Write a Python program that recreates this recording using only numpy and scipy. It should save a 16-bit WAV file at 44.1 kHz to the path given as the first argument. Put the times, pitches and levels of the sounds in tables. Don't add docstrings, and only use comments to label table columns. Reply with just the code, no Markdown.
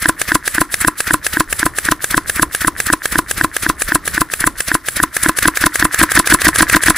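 import sys
import numpy as np
from scipy import signal
from scipy.fft import rfft, irfft, next_fast_len
from scipy.io import wavfile
from scipy.ndimage import uniform_filter1d

SR = 44100
rng = np.random.default_rng(int(sys.argv[2]) if len(sys.argv) > 2 else 0)


def wav_record(signal):
    frames = np.transpose(np.atleast_2d(signal))
    bounded = np.clip(frames, -1, 1)
    quanta = np.round(bounded * 32767).astype(np.int16)
    wavfile.write(sys.argv[1], SR, quanta)


def invert_db(x):
    u = np.asarray(x, float) / 20
    return 10 ** u


N = 307377
time = np.arange(N) / SR
LONG = next_fast_len(N)
BINS_HZ = np.fft.rfftfreq(LONG, 1 / SR)


# time in seconds, opening from 0 to 1.
THROTTLE = [
    (0, 0.04),
    (5.12, 0.0),
    (5.2, 0.35),
    (5.85, 0.46),
    (6.0, 0.83),
    (6.97, 0.83),
]


def throttle(s):
    return np.clip(np.interp(s, *np.transpose(THROTTLE)), 0, 1)


# slap, knock and slam times in seconds, strength in dB.
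IDLE_TURNS = [(-0.045, 0.0547, 0.0924, 1), (0.2143, 0.3161, 0.3527, 1.3), (0.4759, 0.5795, 0.6144, 1.2),
              (0.7399, 0.8451, 0.8807, 0.9), (1.003, 1.1055, 1.1405, 0.3), (1.2642, 1.3675, 1.4041, 0.6),
              (1.526, 1.627, 1.6625, -0.1), (1.7839, 1.8844, 1.9195, 0.1), (2.0413, 2.1411, 2.1767, -0.3),
              (2.2955, 2.393, 2.4286, -0.1), (2.5469, 2.6446, 2.6792, -0.9), (2.8002, 2.8987, 2.9337, 0.3),
              (3.0547, 3.1541, 3.1883, 0.4), (3.3103, 3.409, 3.4439, -0.2), (3.5642, 3.6618, 3.697, -0.8),
              (3.8182, 3.9178, 3.9542, 0.1), (4.0758, 4.1756, 4.2151, -0.9), (4.3356, 4.4381, 4.4727, -1.3),
              (4.6035, 4.7137, 4.7497, -1.2), (4.8841, 4.9983, 5.0351, -1.4)]
# slap, knock and slam times in seconds, strength in dB.
FAST_TURNS = [(5.1651, 5.2586, 5.2921, 0.3), (5.3855, 5.4531, 5.4811, 1), (5.5709, 5.6368, 5.6654, -0.3),
              (5.755, 5.8227, 5.8509, -0.3), (5.9425, 6.0118, 6.0341, 0.1), (6.1165, 6.1721, 6.1966, -0.1),
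              (6.2714, 6.321, 6.3443, 0.1), (6.4159, 6.4661, 6.486, -0.3), (6.5573, 6.6043, 6.6269, 0.1),
              (6.6965, 6.745, 6.7652, 0.2), (6.8343, 6.8808, 6.9033, -0.2)]
NEXT_SLAP_S = 6.973
# level in dB with the air shut, level in dB wide open.
STROKE_DB = [
    (-0.2, 0.3),
    (-0.1, 0.1),
    (0.9, 7.0),
    (0.7, 1.8),
    (1.4, 3.3),
]


def strokes():
    slap, knock, slam, turn_db = np.transpose(IDLE_TURNS + FAST_TURNS)
    opening = throttle(knock)

    def blend(shut, wide_open):
        return shut + opening * (wide_open - shut)

    puff = knock - blend(31.3, 16.0) / 1000
    blast = slam - blend(8.6, 6.0) / 1000
    follows = [1, 0.4, 1, 0.4, 1]
    force_db = [blend(*pair) + share * turn_db for pair, share in zip(STROKE_DB, follows)]
    return np.transpose([slap, puff, knock, blast, slam]), np.transpose(force_db)


def unit(x):
    return x / np.sqrt(np.mean(x ** 2))


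def shape(points):
    hz, db = np.transpose(points)
    return invert_db(np.interp(np.log(BINS_HZ + 1), np.log(hz), db))


def resonance(hz, width_hz, db):
    return invert_db(db) / (1 + (2 * (BINS_HZ - hz) / width_hz) ** 2) ** 1.3


def flicker(rate):
    hold = int(SR / rate)
    levels = rng.standard_normal(N // hold + 1)
    return uniform_filter1d(np.repeat(levels, hold), hold)[:N]


def train(s, size, pulse):
    spikes = np.zeros(N)
    heard = (s >= 0) & (s < time[-1])
    np.add.at(spikes, (s[heard] * SR).round().astype(int), size[heard])
    return signal.fftconvolve(spikes, pulse)[:N]


# frequency in Hz, side minus middle in dB.
SPREAD = [(25, 3), (70, -10), (150, -36), (1000, -26), (3000, -12), (7000, -6), (11000, -4), (15000, -2)]
# frequency in Hz, phase turn
LEAD = [(0, 0), (3190, 0.1), (3620, 0.3), (4910, 0.0), (5600, 1.0), (6290, 0.2), (6800, 1.4), (7240, 0.7),
        (8870, 0.3), (10100, 0.6), (11100, 2.7), (11500, 2.3), (14000, 0.9), (15300, 0.8)]


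def noise(gain):
    mid, side = rfft(rng.standard_normal((2, LONG))) * gain
    side = side * shape(SPREAD)
    turn = np.exp(.36j * np.interp(BINS_HZ, *np.transpose(LEAD)))
    return unit(irfft(np.array([mid * turn + side, mid / turn - side]), LONG)[:, :N])


# frequency in Hz, time to fade by 60 dB in ms,
# then the signed share struck by slap, by knock and by slam.
BOX_MODES = [(317, 46, -.01, -.085, -.41), (440, 22, 0, -.02, -.13), (640, 11, -.1, -.02, -.17),
             (1017, 35, .05, -.02, .55), (1353, 14, -.08, .02, -2.37), (1404, 17, .14, .02, .99),
             (1571, 6, -1.3, -.48, 1.52), (1836, 10, .88, .33, -.61), (2662, 25, .1, .04, .09)]
# ms after the blow starts, signed strength.
REBOUNDS = [
    [(1.13, 1.0), (1.8, -0.19), (3.54, 0.73)],
    [(0.94, 1.0), (2.26, 3.12), (2.64, -3.34)],
    [(0.8, 1.0), (2.78, 0.42), (2.92, -0.5)],
]


def blows():
    t = time[:SR // 5]
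    hz, t60_ms, *shares = np.transpose(BOX_MODES)
    decay = np.exp(-np.log(1000) * 1000 * t / t60_ms[:, None])
    rings = decay * np.sin(2 * np.pi * hz[:, None] * t)
    contact = np.hanning(14) / 6.5
    hefts = (0.0, 0.7, -0.1)
    times, force_db = strokes()
    out = 0
    for column, share, rebounds, heft in zip((0, 2, 4), shares, REBOUNDS, hefts):
        s, size = times[:, column], invert_db(force_db[:, column])
        ring = share @ rings
        stray = (share * rng.standard_normal(len(hz))) @ rings
        scatter = .07 * rng.standard_normal(len(s))
        deep = (share * (hz < 1100)) @ rings
        deep_size = size * heft * np.sqrt(throttle(s))
        for ms, strength in rebounds:
            hit = s + ms / 1000
            blow = train(hit, size, ring) + train(hit, size * scatter, stray) + train(hit, deep_size, deep)
            out = out + strength * blow
    return np.convolve(out, contact)[:N]


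# frequency in Hz, level in dB.
CRACK = [(400, -11), (900, -23), (2000, 7.5), (5000, -5.5), (7000, 1.5), (8500, -0.5), (10200, 7),
         (12000, -5.5), (15600, -12), (15900, -60)]


def cracks():
    t = time[:SR // 20]
    s, force_db = strokes()
    slap_fade = np.exp(-(t / 0.0037) ** 2) + .06 * np.exp(-t / 0.01)
    slap = train(s[:, 0] + .0013, invert_db(force_db[:, 0] - 8.0), slap_fade)
    knock = train(s[:, 2] + 0.0029, invert_db(force_db[:, 2] - 25), np.exp(-(t / 0.0022) ** 2))
    slam = train(s[:, 4] + .002, invert_db(force_db[:, 4] - 10.5), np.exp(-t / 0.0012))
    return (slap + knock + slam) * noise(shape(CRACK))


# fully open from stage, until stage, attack in dB per stage, release in dB per stage.
PORTS = [
    (0.09, 0.14, 300, 30),
    (0.68, 0.8, 110, 70),
    (0.85, 1.06, 150, 60),
    (0.95, 1.82, 70, 22),
    (1.99, 2.06, 120, 30),
    (1.93, 2.92, 110, 30),
    (2.65, 3.0, 14, 45),
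    (3.1, 3.72, 40, 45),
    (4.14, 5.0, 75, 130),
    (4.55, 4.98, 26, 210),
]
# valve buzz, hiss and jet, all in dB.
PORT_IDLE_DB = [(-36, -44, -42), (-37, -58, -56), (-35, -32, -27), (-37, -40, -33), (-33, -23, -19),
                (-21, -33, -34), (-30, -45, -45), (-34, -42, -32), (-21, -29, -23), (-30, -20, -13)]
# valve buzz, hiss and jet, all in dB.
PORT_FULL_DB = [(-27, -35, -32), (-25, -45, -46), (-29, -25, -24), (-24, -30, -28), (-28, -19, -11),
                (-17, -19, -21), (-6, -19, -30), (-22, -29, -23), (-16, -18, -11), (-26, -18, -9)]
# valve buzz, hiss and jet, all in dB.
LEAK_DB = [
    (-53, -57, -62),
    (-33, -44, -46),
]


def ports(stage, opening):
    def blend(idle, full):
        return np.outer(idle, 1 - opening) + np.outer(full, opening)

    power = invert_db(2 * blend(*LEAK_DB))
    for (start, end, attack, release), idle, full in zip(PORTS, PORT_IDLE_DB, PORT_FULL_DB):
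        half = abs(end - start) / 2
        off = (stage - start - half + 2.5) % 5 - 2.5
        gate_db = -attack * np.maximum(-off - half, 0) - release * np.maximum(off - half, 0)
        power = power + invert_db(2 * (blend(idle, full) + gate_db))
    return 10 * np.log10(power)


# frequency in Hz, width in Hz, level in dB.
VALVE_BUZZ = [(1303, 500, -5.5), (1510, 180, -9), (1768, 480, -2), (1916, 900, -5)]
# frequency in Hz, level in dB.
HISS = [(40, -25), (150, -17), (300, -13), (450, -7.5), (650, -0.5), (880, -20), (1300, 0), (2500, -3.5),
        (3400, 1), (5000, 0), (6500, -1), (7300, -8), (9000, -35)]
# frequency in Hz, level in dB.
JET = [(5000, -86), (6800, -10.5), (8000, -3.5), (9200, -7), (9900, -4), (10100, 2), (10300, 3),
       (10900, -4), (11800, -8), (12600, -23), (14000, -50)]
# frequency in Hz, level in dB.
FIZZ = [(10500, -40), (11800, 1), (12500, -5), (14000, -6.5), (15600, -8.5), (15800, -60)]


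def air():
    s, force_db = strokes()
    marks = np.append(s, NEXT_SLAP_S)
    stage = (np.interp(time, marks, np.arange(len(marks))) + 1) % 5
    opening = throttle(time)
    stroke_db = np.interp(time, marks[:-1], force_db[:, [1, 1, 1, 3, 3]].ravel())
    buzz_db, hiss_db, jet_db = ports(stage, opening) + stroke_db

    chamber = sum(resonance(*peak) for peak in VALVE_BUZZ)
    chatter_db = 3.0 * flicker(250) - 2.5 + 6.3 * opening * (1 - opening)
    buzz = noise(chamber) * invert_db(buzz_db + chatter_db)

    sputter_db = buzz_db - 6.5 - 7.0 * np.abs(stage - 2.2) + 1.7 * flicker(400)
    sputter = noise(resonance(2120, 1100, 0)) * invert_db(sputter_db)

    gusts_db = 2.2 * flicker(300)
    hiss = noise(shape(HISS)) * invert_db(hiss_db + gusts_db + 1.32 * flicker(40))
    jet = noise(shape(JET)) * invert_db(jet_db + gusts_db + 2.3 * flicker(40))

    ceiling_db = -17 + 2.9 * opening + 0.26 * (jet_db + 12)
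    fizz_db = np.minimum(jet_db, ceiling_db) - 4.5 + 1.5 * flicker(71)
    fizz = noise(shape(FIZZ)) * invert_db(fizz_db)
    return buzz + sputter + hiss + jet + fizz


# ms from the stroke, pressure.
PUFF_SWING = [(-10, 0), (-6, .045), (-3, -.02), (-1, -.04), (3.2, -.08), (3.9, .1), (6, 0), (10, .022),
              (20, 0)]
# ms from the stroke, pressure.
BLAST_SWING = [(-6, 0), (-2.5, .02), (0, .17), (1.5, 0), (3, -.15), (5, -.02), (9, -.03), (14, 0)]
# ms from the stroke, pressure.
SLAP_SWING = [(.2, 0), (.5, .1), (.9, .1), (1.5, -.12), (2.1, .02), (2.6, 0)]
# time in seconds, frequency in Hz, level in dB.
THUMPS = [
    (3.861, 30, -23),
    (1.495, 27, -28),
    (4.585, 32, -32),
]


def surges():
    s = strokes()[0]
    opening = throttle(s[:, 0])
    out = 0
    for column, swing, full_db in ((1, PUFF_SWING, 7), (3, BLAST_SWING, 7.5), (0, SLAP_SWING, -1)):
        for share, db, stretch in ((1 - opening, 0, 1), (opening, full_db, .8)):
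            ms, pressure = np.transpose(swing) * [[stretch], [1]]
            pulse = np.interp(np.arange(ms[0], ms[-1], 1000 / SR), ms, pressure)
            pulse = uniform_filter1d(pulse, size=20)
            out = out + train(s[:, column] + ms[0] / 1000, share * invert_db(db), pulse)
    for at, hz, db in THUMPS:
        swell = np.exp(-((time - at) / .024) ** 2)
        out = out - invert_db(db) * np.sin(2 * np.pi * hz * (time - at)) * swell
    return out


# ms before the slap, level in dB idling, level in dB wide open.
TEETH = [
    (48, -31, -44),
    (36, -27, -9),
    (23, -31, -14),
    (10, -30, -40),
]


def gear():
    t = time[:SR // 50]
    slap = np.append(strokes()[0][:, 0], NEXT_SLAP_S)[:, None]
    ms, idle_db, full_db = np.transpose(TEETH)
    load = throttle(slap) ** 2
    chance = rng.standard_normal((len(slap), len(ms), 2))
    ahead_ms = ms * (1 - 0.38 * load) + 0.9 * chance[..., 0]
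    s = slap - ahead_ms / 1000
    db = idle_db + load * (full_db - idle_db) + 3.5 * (1 - load) * chance[..., 1]
    tick = np.sin(2 * np.pi * 1700 * t) * (t / 0.00062) * np.exp(1 - t / 0.00058)
    return train(s.ravel(), invert_db(db.ravel() + 5.0), tick)


# frequency in Hz, width in Hz, level in dB.
PANELS = [(309, 95, 1.5), (1047, 190, -4.5), (1366, 140, -5)]


def murmur():
    t = time[:SR // 5]
    fade = (1 - np.exp(-(t / 0.02) ** 2)) * np.exp(-t / .03)
    s, force_db = strokes()
    level = train(s[:, -1], invert_db(force_db[:, -1] - 27), fade)
    return level * noise(sum(resonance(*peak) for peak in PANELS))


# frequency in Hz, level in dB.
WIND = [(12, -33), (20, 4), (65, 7.5), (146, -1), (326, -7), (852, -13), (1060, -15.5), (1200, -4),
        (1560, -49), (2640, -120)]
# time in seconds, level in dB.
WIND_DB = [(0.0, -47), (1.5, -43), (3.2, -45), (3.8, -43), (4.7, -46), (6.0, -44), (6.97, -37)]


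def wind():
    level_db = np.interp(time, *np.transpose(WIND_DB)) + 3.6 * flicker(12) + 3.5
    return noise(shape(WIND)) * invert_db(level_db)


def scene():
    solid = rfft(blows() + gear() + surges(), LONG)
    lag = 0.99
    turn = np.exp(1j * np.pi * np.fft.rfftfreq(LONG) * lag)
    near = irfft(np.array([solid * turn, solid / turn]), LONG)[:, :N]
    near = near + cracks() + air() + murmur()
    t = time[:SR // 5]
    echo = rng.standard_normal((2, len(t))) * np.exp(-t / 0.075) * (t > .004)
    echo = uniform_filter1d(echo, size=5)
    tail = invert_db(-65) * signal.fftconvolve(near, echo, axes=1)[:, :N]
    return near + tail + wind()


def top_cut(x):
    return signal.sosfilt(signal.butter(12, 15750, fs=SR, output="sos"), x)


def record(dry):
    x = signal.sosfilt(signal.butter(1, 18, "high", fs=SR, output="sos"), dry)
    knee = 4.5
    x = 1.121 * x / (1 + np.abs(x) ** knee) ** (1 / knee)
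    x = signal.sosfilt(signal.ellip(8, .2, 60, 15750, fs=SR, output="sos"), x)
    return top_cut(x)


dry = scene()
out = record(dry)
wav_record(out)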